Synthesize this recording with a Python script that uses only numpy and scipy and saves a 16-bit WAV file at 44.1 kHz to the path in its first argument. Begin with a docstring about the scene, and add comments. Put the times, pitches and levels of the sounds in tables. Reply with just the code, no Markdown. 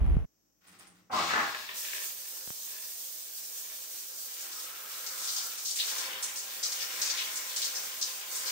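"""A shower runs in a small tiled bathroom. The camera is jostled, the tap lever scrapes, a first gush
slaps the floor, and the spray settles into a hiss of fine drops that patter on the ringing floor.
A phone is then held in the jets: water drums with a hollow note and spills off it in separate splashes.
Two stray drops tap the camera; a faint hum lies underneath."""
import sys
import numpy as np
from scipy import signal
from scipy.fft import rfft, irfft, next_fast_len
from scipy.io import wavfile
from scipy.ndimage import uniform_filter1d

SR = 44100
rng = np.random.default_rng(int(sys.argv[2]) if len(sys.argv) > 2 else 0)


def int16_out(signal):
    """Quantize to a 16-bit WAV file."""
    q = np.round(np.clip(np.atleast_2d(signal).T, -1, 1) * 32767)
    wavfile.write(sys.argv[1], SR, q.astype(np.int16))


N = 375291
OPENING = 3 * SR  # samples spanning handling, lever and gush
SPATTER_START_S, SPATTER_ATTACK_S, SPRAY_START_S = 1.1104, 0.036, 1.735

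# impact of the heavier water: (time [s], relative drumming [dB], relative spatter [dB])
STREAM_LEVELS = [(1.7, -58, -47), (1.83, -66, -58), (1.85, -62, -46), (2.04, -63, -55), (2.15, -71, -58.5),
                 (2.49, -68, -69), (2.95, -72.5, -63), (4.24, -66.5, -59.5), (4.56, -59, -54),
                 (5.39, -55.5, -51), (5.73, -63.5, -58.5), (5.79, -62, -44.5), (5.88, -50.5, -47),
                 (6.2, -51, -46.5), (6.41, -59, -52.5), (6.9, -53, -45.5), (7.2, -50.5, -42),
                 (7.42, -53, -48.5), (8.21, -57, -50), (8.5, -49.5, -46)]


def amp(db):
    """Decibels to gain."""
    return np.exp(np.asarray(db) * (np.log(10) / 20))


def unit(x):
    """Stereo pair scaled to mid rms 1."""
    return x / np.sqrt(np.mean(x.mean(0) ** 2) + 1e-20)


def along(points, hz):
    """Interpolate (frequency [Hz], value) points on a log axis."""
    f, v = np.transpose(points)
    return np.interp(np.log(hz + 1), np.log(f), v)


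def gains(rows, rise_s, fall_s, size=N):
    """Gain curve per dB column, fading in before the first row and out after the last."""
    s, *columns = np.transpose(rows)
    t = np.arange(size) / SR
    outside = np.maximum(s[0] - t, 0) / rise_s + np.maximum(t - s[-1], 0) / fall_s
    return [amp(np.interp(t, s, db)) * np.exp(-np.minimum(outside, 20)) for db in columns]


def envelope(start_s, hold_s, attack_s, release_s, size=N):
    """Exponential rise, hold, exponential release."""
    t = np.maximum(np.arange(size) / SR - start_s, 0)
    return (1 - np.exp(-t / attack_s)) * np.exp(-np.minimum(np.maximum(t - hold_s, 0) / release_s, 20))


def wobble(rate_hz):
    """Piecewise-linear random curve."""
    knots = rng.standard_normal(int(N * rate_hz / SR) + 2)
    return np.interp(np.arange(N) * rate_hz / SR, np.arange(len(knots)), knots)


def filtered(x, response):
    """Apply a frequency response by FFT."""
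    n = x.shape[-1]
    m = next_fast_len(n + SR // 8)
    return irfft(rfft(x, m) * response(np.fft.rfftfreq(m, 1 / SR)), m)[..., :n]


def coloured(x, spectrum):
    """Shape by a dB spectrum, then normalise."""
    return unit(filtered(x, lambda hz: amp(along(spectrum, hz))))


def resonance(f, hz, width_hz):
    """Response of one damped mode."""
    return 1j * f * width_hz / (hz * hz - f * f + 1j * f * width_hz)


def drops(per_s, spread_db, size=N, lag_s=.00014, scatter_s=.00016):
    """Random impacts at rms 1, each with its own size and left-right delay."""
    at = np.flatnonzero(rng.random(size) < per_s / SR)
    weight, sign, place = rng.standard_normal((len(at), 3)).T
    blow = amp(spread_db * np.minimum(weight, 2.5)) * np.sign(sign)
    delay = np.round((lag_s + scatter_s * place) * SR).astype(int)
    left = np.bincount(np.clip(at + delay, 0, size - 1), blow, size)
    pair = np.array([left, np.bincount(at, blow, size)])
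    return pair / np.sqrt(np.mean(pair ** 2) + 1e-20)


def burst(per_s, spread_db, attack_s, decay_s, hold_s=0):
    """Short cluster of impacts."""
    size = SR // 2
    return drops(per_s, spread_db, size) * envelope(0, hold_s, attack_s, decay_s, size)


def standing_waves(gain_db, t60_s):
    """Impulse response of the modes between the tiled walls."""
    # wall modes: (frequency [Hz], relative level [dB])
    wall_modes = [(108, -0.5), (172, -0.5), (205, -4), (337, -4.5), (450, -7), (530, -8.5), (781, -1),
                  (885, -8), (1030, -8.5), (1069, -8.5), (1170, -6), (1328, -16), (1684, -5), (1810, -8),
                  (1916, -2)]
    t = np.arange(SR * 2 // 3) / SR
    ring = np.zeros((2, len(t)))
    for hz, db in wall_modes:
        phase = rng.uniform(0, 2 * np.pi) + rng.normal(0, 1.0, (2, 1))
        ring += amp(db) * np.sin(2 * np.pi * hz * t + phase)
    ring *= amp(-60 * t / t60_s)
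    return amp(gain_db) * ring / np.linalg.norm(ring[0])


def room_tail():
    """Diffuse tile reflections: left and right alike in the bass, nearly unrelated in the treble."""
    # room decay: (frequency [Hz], t60 [s])
    decay = [(150, 0.38), (1000, 0.67), (4000, 0.43), (8000, 0.55), (15000, 0.026)]
    # left-right likeness: (frequency [Hz], coherence [0-1])
    coherence = [(100, 0.81), (250, 0.98), (450, 0.98), (1000, 0.29), (1800, 0), (4000, 0.14)]
    hz, t, z = signal.stft(rng.standard_normal((2, SR * 2 // 3)), SR, nperseg=256)
    angle = np.arccos(np.clip(along(coherence, hz), -1, 1))[:, None] / 2
    t60_s = along(decay, hz)[:, None]
    mid, side = z * amp(-60 * t / t60_s) * np.array([np.cos(angle), np.sin(angle)])
    tail = signal.istft(np.array([mid + side, mid - side]), SR, nperseg=256)[1]
    return tail / np.linalg.norm(tail[0])


def in_room(x, wet_db, ring=0):
    """Direct sound plus reverberation; a fresh tail for each spot."""
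    tail = room_tail()[:, :SR * 2 // 3] + ring
    return x + amp(wet_db) * signal.oaconvolve(x[:1], tail, axes=1)[:, :x.shape[1]]


def background():
    """Still air and a faint hum."""
    # hum partials: (frequency [Hz], level [dB])
    partials = [(54, -87.5), (108, -91), (167, -90), (323, -88)]
    # air spectrum: (frequency [Hz], relative level [dB])
    air_eq = [(15, -38.5), (25, -17), (113, -20), (137, -11), (254, -5), (951, -19.5), (4190, -26),
              (5790, -10.5), (11400, -37.5), (13400, -13), (15700, -31)]
    t = np.arange(N) / SR
    hum = sum(amp(db) * np.sin(2 * np.pi * hz * t + 0.3 * wobble(1.5)) for hz, db in partials)
    return hum + amp(-77.5) * coloured(rng.standard_normal((2, N)), air_eq)


def handling():
    """Fingers shift on the camera: body rumble and rubbing."""
    # grip: (time [s], relative rumble [dB], relative rub [dB])
    grip = [(0.0, -41, -53.5), (0.018, -31, -51), (0.15, -32.5, -51.5), (0.25, -41, -61)]
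    # spectra: (frequency [Hz], relative level [dB])
    rumble_eq = [(20, -17), (38, -0.5), (60, 2), (141, -15.5), (362, -30.5), (500, -51), (650, -69),
                 (1100, -120)]
    rub_eq = [(210, -28), (350, -8), (3020, -27.5), (4000, -38), (9660, -52.5), (10600, -33.5),
              (15000, -69.5)]
    rumble_gain, rub_gain = gains(grip, rise_s=.01, fall_s=.003, size=OPENING)
    rumble = rumble_gain * coloured(rng.standard_normal((2, OPENING)), rumble_eq)
    rub = rub_gain * coloured(drops(3000, 1.3, OPENING), rub_eq)
    return amp(4.0) * rumble + amp(2.5) * rub


def camera_taps():
    """A dull knock thumps the camera body; then two stray drops tick and ring it."""
    # taps: (time [s], level [dB], ring [Hz], tick over ring [ratio], left over right [dB])
    taps = [(0.168, -10, 156, 0, 18), (2.476, -39, 125, 3.5, 22), (2.5046, -34.5, 128, 3.5, 31)]
    out, t = np.zeros((2, OPENING)), np.arange(SR // 10) / SR
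    for s, db, hz, tick, pan_db in taps:
        tap = tick * np.exp(-t / 0.00021) - np.sin(2 * np.pi * hz * t) * np.exp(-t / 0.0035)
        add(out, s, amp(db) * tap * amp([[0], [-pan_db]]))
    return out


def tap_lever(ring):
    """The lever scrapes in short, uneven slips with a bright rasp."""
    # slips: (time [s], relative scrape [dB], relative rasp [dB])
    slips = [(0.606, -67.5, -84), (0.638, -59, -76), (0.671, -59, -53), (0.72, -58, -63),
             (0.787, -53, -49.5), (0.87, -71, -51), (0.943, -63.5, -82)]
    # spectra: (frequency [Hz], relative level [dB])
    scrape_eq = [(300, -16), (700, -1), (1000, -1.5), (1390, 5), (1600, -4), (1800, 3), (2500, -1.5),
                 (5000, -4), (7500, -9), (11000, -27), (13500, -6), (15700, -8.5)]
    rasp_eq = [(6000, -10), (8000, -2), (9400, 5), (10700, -13), (13500, -18), (15700, -23)]
    scrape, rasp = np.zeros((2, 2, OPENING))
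    for s, scrape_db, rasp_db in slips:
        add(scrape, s, amp(scrape_db) * burst(1200, 4, attack_s=.022, decay_s=.036))
        add(rasp, s, amp(rasp_db) * burst(2100, 4, attack_s=.002, decay_s=.016))
    scrape = filtered(scrape, lambda hz: amp(along(scrape_eq, hz) + 12.0))
    rasp = filtered(rasp, lambda hz: amp(along(rasp_eq, hz) + 8.0))
    return in_room(scrape, wet_db=-2.5, ring=ring) + in_room(rasp, wet_db=-5.5)


def pipe_murmur():
    """Water filling the pipe makes a low murmur that rings the room's low modes."""
    # filling: (time [s], level [dB])
    levels = [(0.6, -87), (0.708, -67.5), (0.83, -64.5), (1.06, -70.5)]
    # low room modes: (frequency [Hz], width [Hz], relative level [dB])
    modes = [(108, 7.7, -7), (183, 8, 0), (218, 10, -20), (286, 42, -12)]
    flow = rng.standard_normal(OPENING) + .5 * rng.standard_normal((2, OPENING))
    murmur = filtered(flow, lambda f: sum(amp(db) * resonance(f, hz, width) for hz, width, db in modes))
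    return gains(levels, rise_s=.03, fall_s=.18, size=OPENING)[0] * unit(murmur)


def gush(ring):
    """The first slugs hit the bare floor and throw up spatter; each traps air at its own pitch."""
    # slugs: (time [s], length [s], relative thud [dB], relative slap [dB], air pocket [Hz])
    slugs = [(1.096, 0.033, -38.5, -54, 766), (1.127, 0.02, -27, -40.5, 1060),
             (1.169, 0.037, -31, -38.5, 1164), (1.287, 0.051, -36, -32.5, 1295),
             (1.331, 0.074, -31.5, -36, 1706)]
    # spectra: (frequency [Hz], relative level [dB])
    thud_eq = [(40, -19), (75, -30), (108, -2.5), (140, -32), (185, -3), (240, -8), (335, -3), (520, -3.5),
               (750, 2), (1400, 4), (1900, -39)]
    slap_eq = [(900, -33), (1250, -15), (1500, 1), (1850, 4), (2200, -1.5), (2800, -8), (5000, -50)]
    spatter_eq = [(1200, -19.5), (2300, -3.5), (4200, -3), (6500, -9), (9000, -18), (11000, -34),
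                  (14000, -32), (16000, -29.5)]
    attack_s, release_s, fade_db_per_s = .0062, .015, 28
    lumps = drops(1100, 3.8, OPENING)
    thud, slap = coloured(lumps, thud_eq), coloured(lumps, slap_eq)
    age_s = np.arange(OPENING) / SR - SPATTER_START_S
    hold_s = SPRAY_START_S - SPATTER_START_S
    spatter = coloured(drops(3000, 2.6, OPENING), spatter_eq) * amp(-31.5 - fade_db_per_s * age_s)
    spatter *= envelope(SPATTER_START_S, hold_s, SPATTER_ATTACK_S, release_s, OPENING)
    impacts, pockets = np.zeros((2, 2, OPENING))
    for s, length_s, thud_db, slap_db, hz in slugs:
        landing = envelope(s, length_s, attack_s, release_s, OPENING)
        impacts += landing * (amp(thud_db) * thud + amp(slap_db) * slap)
        pocket = unit(filtered(lumps, lambda f: resonance(f, hz, width_hz=144) ** 2))
        pockets += in_room(amp(thud_db + 2) * landing * pocket, wet_db=-3.5)
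    return amp(-7.5) * (in_room(impacts + spatter, wet_db=1.5, ring=ring) + pockets)


def force_db():
    """Drumming level relative to its mean."""
    s, drum_db, _ = np.transpose(STREAM_LEVELS)
    level_db = np.interp(np.arange(N) / SR, s, drum_db)
    return level_db - level_db[round(s[0] * SR):].mean()


def gurgling(x, patchy_db):
    """Water pockets resonate briefly: random gain patches in time and frequency."""
    z = signal.stft(x, nperseg=512)[2]
    patches = uniform_filter1d(rng.standard_normal(z.shape[1:]), size=3, axis=0)
    patches = uniform_filter1d(patches, size=14, axis=1)
    return unit(signal.istft(z * amp(patchy_db * patches / patches.std()), nperseg=512)[1][:, :N])


def spray():
    """Thousands of fine drops a second: near ones tick, far ones merge into a sizzle."""
    # the tilting phone screens or reflects the hiss: (time [s], length [s], gain [dB], turn time [s])
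    tilts = [(4.653, 0.23, -6.5, .06), (5.17, 0.3, 3.5, 0.025), (5.75, 0.25, 3.5, 0.014),
             (6.064, 0.36, -6, 0.046), (8.324, 0.16, 1.5, 0.0197)]
    # spectra: (frequency [Hz], relative level [dB])
    mist_eq = [(5000, -26), (8000, -4.5), (9300, -2), (11000, -7.5), (13000, 1), (14500, 3), (16000, 2)]
    sizzle_eq = [(1500, -39.5), (3000, -5.5), (4500, 0.5), (6000, 5), (7500, 2), (9500, -1), (11000, -62),
                 (16000, -30)]
    attack_s = .019
    tilt_db = sum(db * envelope(s, length_s, turn_s, turn_s) for s, length_s, db, turn_s in tilts)
    surge_db = 3 * envelope(SPRAY_START_S, hold_s=.39, attack_s=attack_s, release_s=.025)
    age_s = np.maximum(np.arange(N) / SR - SPRAY_START_S, 0)
    flow = (1 - np.exp(-age_s / attack_s)) * amp(surge_db)
    gush_s = SPRAY_START_S - SPATTER_START_S
    gush_mist = amp(-7.5) * envelope(SPATTER_START_S, gush_s, SPATTER_ATTACK_S, attack_s)
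    mist = coloured(drops(5000, 3.4) + amp(3.5) * rng.standard_normal((2, N)), mist_eq)
    mist *= (flow + gush_mist) * amp(-42 + .5 * tilt_db + .036 * force_db())  # spread wide: half the tilt
    sizzle = coloured(drops(2500, 2.1) + amp(3.0) * rng.standard_normal((2, N)), sizzle_eq)
    sizzle = gurgling(sizzle, patchy_db=1.7) * flow * amp(-46.18 + tilt_db + .2 * force_db())
    jet_flutter_db, sizzle_flutter_db = 1.15 * wobble(24), .6 * wobble(26)
    return amp(jet_flutter_db) * (mist + sizzle * amp(sizzle_flutter_db))


def floor_ring(x, spread_db, detune=.03):
    """Impacts ring the wet floor; each spot weights and detunes the modes differently."""
    # floor modes: (frequency [Hz], width [Hz], relative level [dB])
    modes = [(389, 22, -7), (610, 9, -1), (1017, 52, -2), (1290, 89, -7), (1750, 130, 5), (2500, 570, 0.5),
             (3500, 340, 0)]
    weight, shift = rng.standard_normal((2, len(modes)))

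    def response(f):
        return sum((-1) ** k * amp(db + spread_db * weight[k])
                   * resonance(f, hz * np.exp(detune * shift[k]), width_hz)
                   for k, (hz, width_hz, db) in enumerate(modes))
    rms_gain = np.sqrt(np.mean(abs(response(np.fft.rfftfreq(4096, 1 / SR))) ** 2))
    return filtered(x, response) / rms_gain


def floor_slaps(ring):
    """Single slugs of water slap the floor."""
    # slaps: (time [s], relative level [dB], low-pass [Hz])
    slaps = [(1.546, -24, 2200), (1.689, -26, 3300), (1.713, -32.5, 2000), (1.844, -39, 3500),
             (1.884, -41, 4000), (1.932, -28.5, 2700), (2.022, -40, 3600)]
    out = np.zeros((2, N))
    for s, db, cutoff_hz in slaps:
        blow = burst(5000, 5.1, attack_s=.00045, decay_s=.004)
        slap = filtered(floor_ring(blow, spread_db=1.0), lambda f: 1 / (1 + (f / cutoff_hz) ** 4))
        add(out, s, amp(db) * in_room(slap, wet_db=-5, ring=ring))
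    return out


def streams(ring):
    """Heavy drops patter, more with run-off from the phone; gathered streams drum and spatter."""
    # deflection by the phone: (time [s], share [0-1])
    deflection = [(5.65, 0.41), (5.85, 0.64)]
    # spectra: (frequency [Hz], relative level [dB])
    free_eq = [(700, -74), (950, -12), (1080, -5.5), (1350, -3.5), (1550, -1), (1750, -8.5), (2200, -8.5),
               (4000, -37)]
    deflected_eq = [(550, -71), (780, -7), (920, -18), (1030, 3.5), (1120, -11.5), (1350, -3.5),
                    (1650, -5.5), (2200, -1.5), (4000, -55.5)]
    patter_eq = [(100, -45), (160, -18.5), (205, -2), (260, -9.5), (340, 1), (520, 4.5), (620, 2),
                 (790, -0.5), (1100, -15.5), (2000, -41.5)]
    spatter_eq = [(1200, -50), (1700, -9.5), (2000, -7.5), (2600, -3), (3400, -3), (5000, -9), (9000, -30)]
    t = np.arange(N) / SR
    drum_gain, spatter_gain = gains(STREAM_LEVELS, rise_s=.017, fall_s=.1)
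    share = np.interp(t, *np.transpose(deflection))
    heavy = in_room(drops(800, 5.24), wet_db=7.5, ring=ring)
    light = in_room(drops(900, 10.0), wet_db=7.5, ring=ring)
    runoff_db = 3 * share
    patter = coloured(heavy, patter_eq) * amp(-64.5 + .47 * force_db() + runoff_db) * (t > SPRAY_START_S)
    drum = (1 - share) * coloured(heavy, free_eq) + share * coloured(heavy, deflected_eq)
    spatter = gurgling(coloured(light, spatter_eq), patchy_db=1.5) * amp(1.35 * wobble(23))
    return patter + amp(2.56) * drum_gain * drum + spatter_gain * spatter


def bubbles(count, median_hz=2400, decay_cycles=6):
    """Trapped air rings briefly, louder when more water spatters."""
    out, t = np.zeros((2, N)), np.arange(SR // 20) / SR
    for s, (weight, pitch) in zip(rng.random(count) * N / SR, rng.standard_normal((count, 2))):
        cycles = median_hz * np.exp(.25 * pitch) * t
        ping = np.sin(2 * np.pi * cycles) * np.exp(-cycles / decay_cycles)
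        add(out, s, amp(-2 + 2 * min(weight, 2)) * ping)
    _, spatter_gain = gains(STREAM_LEVELS, rise_s=.02, fall_s=.1)
    return in_room(out * spatter_gain, wet_db=5.5)


def floor_patter(spots):
    """Drops ring several spots of the floor, now more one, now another."""
    # patter: (time [s], level [dB])
    levels = [(1.8, -57), (1.87, -50.5), (2.04, -46.5), (2.13, -62), (2.22, -58.5), (2.42, -61),
              (2.58, -68), (2.76, -55.5), (2.9, -59.5), (3.05, -73), (3.5, -66.5), (3.65, -59), (3.85, -64)]
    out = np.zeros((2, N))
    for _ in range(spots):
        impacts = drops(90, 4.5, lag_s=.00027) * amp(3 * wobble(14))
        out += floor_ring(in_room(impacts, wet_db=-3), spread_db=2)
    return gains(levels, rise_s=.022, fall_s=.092)[0] * unit(out)


def stray_lumps(count, start_s=4.2, length_s=.015):
    """Splash rows for small lumps of random time, level and pitch."""
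    times = start_s + (N / SR - start_s) * (np.arange(count) + rng.random(count)) / count
    return [(s, -42.5 + 2.5 * weight, 6560 * np.exp(.21 * pitch), 1, length_s)
            for s, (weight, pitch) in zip(times, rng.standard_normal((count, 2)))]


def splashes(top_hz=10400, clump_hz=120):
    """Lumps spill off phone and hand, bursting into clumps of droplets around one pitch."""
    # spills: (time [s], relative level [dB], pitch [Hz], width over pitch [ratio], length [s])
    spills = [(5.063, -33, 5600, .65, 0.0099), (5.175, -38.5, 6450, 1.3, 0.058),
              (5.234, -28.5, 5800, 1.9, 0.021), (5.273, -30.5, 4800, 0.67, 0.022),
              (5.362, -30.5, 5070, .7, 0.022), (5.575, -36.5, 5830, 1.1, .012),
              (5.65, -30.5, 5730, 0.97, 0.039), (5.704, -29, 5770, 1.36, 0.014),
              (5.755, -29.5, 6600, 1.9, 0.03), (5.787, -26.5, 3780, 0.44, 0.021),
              (5.879, -34.5, 4730, .8, 0.021), (5.977, -34, 5330, .9, 0.034), (6.224, -27, 7300, 1.2, .02),
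              (6.357, -34, 6270, 0.91, 0.04), (6.628, -28.5, 5360, 0.67, 0.029),
              (6.718, -31, 5270, 1.2, 0.014), (6.803, -33, 5200, 0.43, 0.031),
              (7.015, -25, 5370, 0.56, 0.014), (7.05, -32, 6000, .61, .025), (7.094, -31, 5100, .62, 0.022),
              (7.169, -33.5, 4420, 1.1, .025), (7.355, -33, 6800, 0.88, 0.024),
              (7.561, -28, 5430, 1.3, 0.019), (7.617, -28, 4370, 0.83, 0.017),
              (7.641, -29.5, 5570, 0.82, 0.02), (7.747, -31, 5560, 0.44, 0.025),
              (8.012, -29.5, 5230, 0.71, 0.018), (8.349, -32, 7500, 1.2, 0.026),
              (8.459, -31.5, 5000, 0.63, 0.032)]
    out = np.zeros((2, N))
    for s, db, hz, width, length_s in spills + stray_lumps(count=12):
        droplets = burst(4400, 3, attack_s=.0011, decay_s=.016, hold_s=length_s)
        t = np.arange(droplets.shape[1]) / SR
        clumps_db = 1.5 * np.interp(t * clump_hz, np.arange(64), rng.standard_normal(64))

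        def band(f):  # bounded droplet size: steep edges
            edges = (1 + (f / top_hz) ** 8) * (1 + (.5 * hz / (f + 1)) ** 6)
            return resonance(f, hz, width * hz) ** 2 / edges
        cloud = filtered(droplets * amp(clumps_db), band) * np.sqrt(SR / (width * hz))
        add(out, s, amp(db - 4.5) * in_room(cloud, wet_db=-4.5))
    return out


def hollow_note(width_hz=180):
    """Gathered streams drive one hollow resonance that creeps upward."""
    # note: (time [s], level [dB], pitch [Hz])
    contour = [(4.58, -59, 1300), (5.1, -58, 1350), (5.43, -55.5, 1350), (5.6, -61, 1350)]
    s, db, hz = np.transpose(contour)
    carrier = np.exp(2j * np.pi * np.cumsum(np.interp(np.arange(N) / SR, s, hz)) / SR)
    pole = np.exp(-np.pi * width_hz / SR)
    impacts = in_room(drops(400, 3.9), wet_db=13)
    # shift down, low-pass, shift back: a gliding band-pass
    note = carrier * signal.lfilter([1], [1, -2 * pole, pole ** 2], impacts / carrier)
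    return gains(np.transpose([s, db]), rise_s=.045, fall_s=.043)[0] * unit(note.real)


def scene():
    """All sources in one tiled room."""
    ring = standing_waves(gain_db=-15.5, t60_s=.5)
    out = splashes() + background() + spray() + streams(ring) + hollow_note() + bubbles(count=270)
    out += floor_patter(spots=3) + floor_slaps(ring)
    add(out, 0, handling() + camera_taps() + tap_lever(ring) + pipe_murmur() + gush(ring))
    return out


def record(dry):
    """Two band-limited microphone ports, each with its own colour."""
    # port imbalance: (frequency [Hz], left over right [dB])
    imbalance = [(80, 1.5), (200, 1), (740, 0.5), (1220, 2.5), (2010, 2), (3330, 2.5), (5500, 5.5),
                 (7000, 1.5), (9080, -11.5), (11000, -6.5), (15000, -4.5)]
    top_hz = 15750

    def ports(hz):
        pair = amp(np.array([[1], [-1]]) * along(imbalance, hz) / 2)
        return pair / np.sqrt(np.mean(pair ** 2, axis=0)) * (hz < top_hz)
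    return filtered(dry, ports)


def add(track, start_s, sound):
    """Mix a sound into a track in place."""
    part = track[:, round(start_s * SR):][:, :sound.shape[-1]]
    part += sound[..., :part.shape[1]]


dry = scene()
out = record(dry)
int16_out(out)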